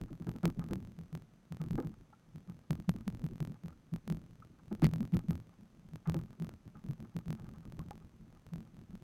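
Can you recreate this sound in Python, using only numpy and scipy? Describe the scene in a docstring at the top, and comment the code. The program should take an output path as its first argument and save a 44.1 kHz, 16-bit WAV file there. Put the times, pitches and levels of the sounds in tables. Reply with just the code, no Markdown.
"""On a calm sea, a fisher handles line and catch in a drifting wooden canoe.
Feet, gear and wavelets thump the hollow hull: decaying tones plus noise through hull resonances.
Knocks and rubs are gritty noise ringing the wood; water laps in random swells and plops as rising tones.
A camera on the boat hears it muffled, with buzz, sizzle and a faint narrow hiss over a soft wash of sea and air.
Its waveform jumps at buffer edges, which puts sharp clicks on the thumps."""
import sys
import numpy as np
from scipy import signal
from scipy.fft import rfft, irfft
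from scipy.io import wavfile
from scipy.ndimage import uniform_filter1d

SR = 44100
rng = np.random.default_rng(int(sys.argv[2]) if len(sys.argv) > 2 else 0)


def to_wav(s):
    """Save 16-bit WAV."""
    ch = np.atleast_2d(s).T  # columns
    pcm = np.round(np.clip(ch, -1, 1) * 32767)  # PCM
    wavfile.write(sys.argv[1], SR, pcm.astype(np.int16))


N = 398216
TIME = np.arange(N) / SR  # seconds

# Levels in these tables are before each source's own mixing levels.
# Thumps on the hull. Each row: start in seconds, level in dB, pitch in Hz, time to fall 60 dB in seconds.
HULL_THUMPS = [(0.259, -30, 170, 0.18), (0.428, -20.5, 168.5, 0.14), (0.579, -28.5, 163.7, 0.64),
               (0.698, -32.5, 191.7, 1), (0.974, -37, 165.6, 0.22), (1.12, -32.5, 155.7, 0.3),
               (1.502, -32.5, 163, .11), (1.593, -27.5, 161, 0.37), (1.697, -25.5, 164.5, 0.08),
               (1.839, -27.5, 163.7, 0.11), (2.335, -40.5, 154, 0.2), (2.472, -37.5, 176.3, 0.18),
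               (2.696, -21, 167, 0.036), (2.875, -20, 175.4, 0.07), (3.064, -26, 190.5, 0.06),
               (3.23, -25, 158, 0.063), (3.396, -26.5, 154, 0.092), (3.486, -32, 157.5, 0.15),
               (3.628, -35.5, 167.6, 0.27), (3.917, -26, 164, 0.12), (4.067, -34, 204.4, 0.66),
               (4.092, -24, 164.6, 0.099), (4.704, -30.5, 207, 0.15), (4.819, -15.5, 157.5, 0.21),
               (4.914, -28, 160.6, 0.63), (4.993, -23.5, 208.6, 0.092), (5.122, -18, 170.1, 0.067),
               (5.279, -19.5, 166.1, .14), (5.925, -36, 156, 0.13), (6.065, -24, 162.4, .22),
               (6.147, -26, 160, 0.17), (6.394, -28.5, 165.8, 0.21), (6.879, -27.5, 138, 0.13),
               (6.991, -37, 154, 0.26), (7.145, -28, 167.8, 0.093), (7.252, -35.5, 167, 0.24),
               (7.289, -29.5, 159, 0.14), (7.791, -36.5, 157, 0.13), (8.513, -34, 166.4, 0.53),
               (8.925, -38.5, 176, 0.067)]
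# Hard knocks of gear. Each row: start in seconds, level in dB.
GEAR_KNOCKS = [(0.269, -34), (0.351, -45.5), (0.434, -26.5), (0.706, -35.5), (1.779, -27.5), (1.829, -37),
               (4.712, -34.5), (4.82, -24), (5.128, -44), (6.143, -31.5)]
# Light rubs along the boards. Each row: start in seconds, level in dB.
BOARD_RUBS = [(0.599, -56.5), (1.6, -58.5), (4.821, -57), (6.056, -51), (6.751, -62.5), (7.38, -66),
              (7.541, -63.5)]
# Ringing of the whole hull. Each row: pitch in Hz, width in Hz, relative level in dB.
HULL_MODES = [(31.8, 16, -3), (81.5, 12.4, -1), (115.6, 13.1, 2.5), (165.1, 20.3, 1.5), (217.5, 17.4, 0),
              (261.2, 22.7, -5.5), (324.4, 57.6, -11)]
# Ringing of the thin boards. Each row: pitch in Hz, width in Hz, relative level in dB.
BOARD_MODES = [(833, 72, 0), (1046, 62, -3), (1227, 104, 2), (1680, 240, -10), (2050, 170, -14.5)]
# Ringing of the side planks. 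Each row: pitch in Hz, width in Hz, relative level in dB.
PLANK_MODES = [(254, 49, -1.5), (334.6, 24, 4.5), (421, 26, -7), (497, 36, -6), (834, 170, -20.5)]
# How much the sea stirs around the hull. Each row: time in seconds, level in dB.
SEA_STIR = [(0.0, -46), (0.7, -45), (1.26, -90.5), (1.56, -68), (1.68, -40), (2.16, -71.5), (3.34, -47),
            (3.85, -72.5), (4.05, -61.5), (4.65, -60), (4.98, -56), (5.53, -63), (6.14, -57), (7.87, -50),
            (8.0, -59), (9.03, -56.5)]
# Water plops. Each row: start in seconds, level in dB, starting pitch in Hz.
WATER_PLOPS = [(2.126, -55, 830), (2.13, -55, 1320), (3.722, -59.5, 1330), (4.421, -50.5, 1286),
               (7.656, -63.5, 1210), (7.799, -50, 1060), (7.907, -40.5, 813)]
# The buffer edges that crack loudest. Each row: time in seconds, jump in dB.
LOUD_CLICKS = [(0.2917, -39.5), (0.4539, -23), (0.7327, -32.5), (1.1508, -38), (1.5219, -40),
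               (2.7062, -30.5), (2.8923, -27), (3.0779, -33), (3.4032, -37.5), (3.937, -42.5),
               (4.0761, -38), (4.0996, -35.5), (4.123, -39.5), (4.8194, -37), (4.8424, -25.5),
               (4.8658, -31.5), (4.9357, -35), (5.1677, -34), (5.3068, -35.5), (5.9574, -42.5),
               (6.0965, -32), (6.1429, -34), (6.4911, -41), (7.1646, -38), (7.3038, -37.5), (7.3272, -39),
               (7.7218, -45), (7.9074, -40.5), (8.9526, -47.5)]
# Tone colour of open sea and air. Each row: frequency in Hz, relative level in dB per Hz.
AIR_COLOUR = [(15, -54), (25, 1), (87, -5.5), (170, 2.5), (394, -20.5), (1020, -30.5), (1230, -29),
              (1650, -33), (3430, -39), (6210, -43.5), (12200, -49.5), (16000, -57.5)]

THUMP_RISE_S = 0.02  # every thump swells alike
KNOCK_T60_S, RUB_T60_S = 0.1, 0.2  # T60 is the time to fall 60 dB
KNOCK_BOARDS_DB = -22.5  # knocks drive the boards less than the planks
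PLOP_RISE_S, PLOP_T60_S = 0.0041, 0.052
# Each thump rocks the boat and the water sloshes on; the dB is against the thump.
SLOSH_DB, SLOSH_RISE_S, SLOSH_T60_S = -17.5, 0.025, 0.46
AIR_TREBLE_DB = -82.5  # level of the wash above 2500 Hz
BUFFER, FIRST_EDGE = 1024, 626  # the camera's buffer length and first edge, in samples
HEAL_S = 0.0014  # how quickly a jump fades on either side
CUTOFF_HZ = 16000


def from_db(db):
    """Turn decibels into a plain multiplier."""
    return 10 ** (np.asarray(db) / 20)


def rms_one(x):
    """Scale a signal to an average power of one."""
    return x / np.sqrt(np.mean(x ** 2) + 1e-20)


def cut(x, hz, kind, order=2):
    """Remove highs ("low" keeps the lows) or lows ("high") with a Butterworth filter."""
    return signal.sosfilt(signal.butter(order, hz, kind, fs=SR, output="sos"), x + 1e-18)


def drift(rate_hz):
    """Smoothed random wandering with a spread of one; the first second settles the filter."""
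    return rms_one(cut(rng.standard_normal(N + SR), rate_hz, "low")[SR:])


def body(force, modes):
    """A force rings several resonances side by side; white noise keeps its power on the way through."""
    out, power = 0, 0
    for k, (hz, width_hz, db) in enumerate(modes):
        r = np.exp(-np.pi * width_hz / SR)  # a wider resonance dies sooner
        poles = [1, -2 * r * np.cos(2 * np.pi * hz / SR), r * r]
        zeros = np.array([1, 0, -1]) * (1 - r * r) / 2
        ringing = signal.lfilter(zeros, poles, force + 1e-18)
        out = out + (-1) ** k * from_db(db) * ringing  # neighbours have opposite signs
        power += from_db(db) ** 2 * np.pi * width_hz / SR
    return out / np.sqrt(power)


def swell(s, db, rise_s, t60):
    """A soft contact builds up and dies away within half a second: its samples, age and height."""
    start = max(int(s * SR), 0)
    span = slice(start, min(start + SR // 2, N))
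    age = TIME[span] - TIME[start]
    fall_db = -60 * np.maximum(age - rise_s, 0) / t60
    rise = np.sin(np.pi / 2 * np.minimum(age / rise_s, 1)) ** 2
    return span, age, from_db(db + fall_db) * rise


def thumps(hold_s=0.067, ring_db=-11, sag=0.046, sag_s=0.009, throb_db=-3.0,
           lowest_hz=45, top_hz=650, stiffen=0.22):
    """Each thump throbs at the pitch of the spot that is hit and shakes the whole hull."""
    throb, shake_power = np.zeros(N), np.zeros(N)
    usual_db = np.mean([row[1] for row in HULL_THUMPS])
    for (s, db, hz, t60), turn in zip(HULL_THUMPS, rng.random(len(HULL_THUMPS))):
        span, age, height = swell(s, db, THUMP_RISE_S, t60)
        # the shaking grows more slowly than the blow
        shake_power[span] += (height * from_db(stiffen * (usual_db - db))) ** 2
        # the pitch starts high and settles
        cycles = hz * (age + sag * sag_s * (1 - np.exp(-age / sag_s)))
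        # the water soon damps the throb
        damped = height / np.sqrt(1 + (age / hold_s) ** 4)
        throb[span] += damped * np.sin(2 * np.pi * (cycles + turn))
    # a brief blow hardly moves the slowest modes of the hull
    force = cut(np.sqrt(shake_power) * rng.standard_normal(N), lowest_hz, "high", order=1)
    ring = cut(body(force, HULL_MODES), top_hz, "low")
    return from_db(throb_db) * throb + from_db(ring_db) * ring


def scuffs(boards_db=2, planks_db=-2, strike_db=17, grain_db=3,
           top_hz=2400, planks_top_hz=1100, rise_s=0.0026):
    """A strike and gritty slide ring the wood: knocks reach planks and boards, rubs only the boards."""
    knocks, rubs = np.zeros((2, N))
    grit = rms_one(rng.standard_normal(N) * from_db(grain_db * drift(182)))
    for force, events, t60 in ((knocks, GEAR_KNOCKS, KNOCK_T60_S), (rubs, BOARD_RUBS, RUB_T60_S)):
        for s, db in events:
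            span, age, height = swell(s, db, rise_s, t60)
            force[span] += height * grit[span]
            force[span.start] += from_db(db + strike_db)  # the strike is one sample long
    boards = cut(body(rubs + from_db(KNOCK_BOARDS_DB) * knocks, BOARD_MODES), top_hz, "low")
    planks = cut(body(knocks, PLANK_MODES), planks_top_hz, "low")
    return from_db(boards_db) * boards + from_db(planks_db) * planks


def lapping(hull_db=-1, rustle_db=-78, follow=0.5, hull_top_hz=600, boards_top_hz=2000):
    """Wavelets slap the hull and gurgle along the boards; the gurgle follows half the dB change."""
    lap_db = water_level()
    slaps = wavelets(per_s=18, spread_db=2, rise_s=0.01, t60=0.17)
    push = from_db(lap_db + hull_db) * slaps * rng.standard_normal(N)
    gurgle_db = rustle_db + follow * (lap_db - lap_db.mean())
    gurgle = from_db(gurgle_db) * wavelets(per_s=23, spread_db=17, rise_s=0.022, t60=0.038)
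    hull = cut(body(push, HULL_MODES), hull_top_hz, "low")
    boards = cut(body(gurgle * rng.standard_normal(N), BOARD_MODES), boards_top_hz, "low")
    return hull + boards


def water_level(sea_db=3):
    """The sea's own stir plus the slosh after each thump, added as power and given in dB."""
    power = from_db(np.interp(TIME, *np.transpose(SEA_STIR)) + sea_db) ** 2
    for s, db, *_ in HULL_THUMPS:
        span, age, height = swell(s, db + SLOSH_DB, SLOSH_RISE_S, SLOSH_T60_S)
        power[span] += height ** 2
    return 10 * np.log10(power)


def wavelets(per_s, spread_db, rise_s, t60):
    """Small laps of random size and timing swell quickly and drain away; average power is one."""
    power = np.zeros(N)
    for k, (delay, size) in enumerate(rng.uniform(-1.06, 1, (400, 2))):
        s = (k + delay) / per_s
        if s < TIME[-1]:
            span, age, height = swell(s, size * spread_db, rise_s, t60)
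            power[span] += height ** 2
    return rms_one(np.sqrt(power))


def plops(climb=1.9, wobble=0.34, splash_db=-20):
    """A trapped bubble rings, wobbles and climbs in pitch, with a little splash around it."""
    tone, splash = np.zeros((2, N))
    phase = wobble * drift(170)  # radians
    for s, db, hz in WATER_PLOPS:
        span, age, height = swell(s, db, PLOP_RISE_S, PLOP_T60_S)
        cycles = hz * age * (1 + climb * age / 2)
        tone[span] += height * np.sin(2 * np.pi * cycles + phase[span])
        splash[span] += height
    return tone + from_db(splash_db) * body(splash * rng.standard_normal(N), BOARD_MODES)


def buzz(motion, buzz_db=-39, sizzle_db=-43):
    """The camera mount buzzes on wide downward swings, and a thin high sizzle follows the boat's sound."""
    touching = np.clip((-motion - 0.065) / 0.025, 0, 1)  # 0 is free, 1 is full contact
    mount_modes = [(2000, 430, 7.5), (3550, 840, -3), (4470, 410, -2)]
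    chatter = body(touching * rng.standard_normal(N), mount_modes)
    strength = np.sqrt(np.maximum(uniform_filter1d(motion ** 2, size=512), 0))
    sizzle = body(strength * rng.standard_normal(N), [(11978, 35, -3), (12269, 28, 0)])
    return from_db(buzz_db) * chatter + from_db(sizzle_db) * sizzle


def buffer_clicks(x, loud_db=7, small_db=3.0, spread_db=4.0, ceiling_db=-33):
    """The waveform jumps at buffer edges and heals on both sides; most jumps grow with the sound."""
    edges = np.arange(FIRST_EDGE, N, BUFFER)
    strength = np.sqrt(np.maximum(uniform_filter1d(x ** 2, size=400), 0))[edges]
    jumps = strength * from_db(small_db + spread_db * rng.standard_normal(len(edges)))
    ceiling = from_db(ceiling_db)
    jumps = ceiling * np.tanh(jumps / ceiling)
    # the loudest clicks have their own set sizes
    for s, db in LOUD_CLICKS:
        jumps[np.argmin(np.abs(edges - s * SR))] = from_db(db + loud_db)
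    steps = np.zeros(N)
    steps[edges] = jumps * rng.choice([-1, 1], len(edges))
    lag = np.arange(-BUFFER // 2, BUFFER // 2 + 1) + 0.5
    jump_shape = np.sign(lag) / 2 * np.exp(-np.abs(lag) / (HEAL_S * SR))
    return signal.fftconvolve(steps, jump_shape, "same")


def air(bass_db=-9):
    """A faint even wash of sea and air: noise given a tone colour, its level set by its treble."""
    hz, db = np.transpose(AIR_COLOUR)
    bins_hz = np.maximum(np.fft.rfftfreq(N, 1 / SR), 1)
    shape_db = np.interp(np.log(bins_hz), np.log(hz), db)
    shape_db = shape_db + bass_db / (1 + (bins_hz / 300) ** 4)  # softer below about 300 Hz
    wash = irfft(rfft(rng.standard_normal(N)) * from_db(shape_db), N)
    treble = cut(wash, 2500, "high", order=4)
    return from_db(AIR_TREBLE_DB) * wash / np.std(treble)


def whine(hz=6150, width_hz=250, level_db=-91):
    """A faint narrow hiss of the camera's electronics: noise through one resonance."""
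    return from_db(level_db) * body(rng.standard_normal(N), [(hz, width_hz, 0)])


def scene():
    """Mix all sources; the boat's thumps, scuffs and lapping also drive the buzz and sizzle."""
    boat = thumps() + scuffs() + lapping()
    return (boat + buzz(boat) + plops() + air() + whine())[None]


def record(dry):
    """The camera's buffers click, then a steep filter cuts the top."""
    x = dry[0] + buffer_clicks(dry[0])
    top_cut = signal.ellip(8, 0.05, 70, CUTOFF_HZ, fs=SR, output="sos")
    return signal.sosfilt(top_cut, x)[None]


dry = scene()
out = record(dry)
to_wav(out)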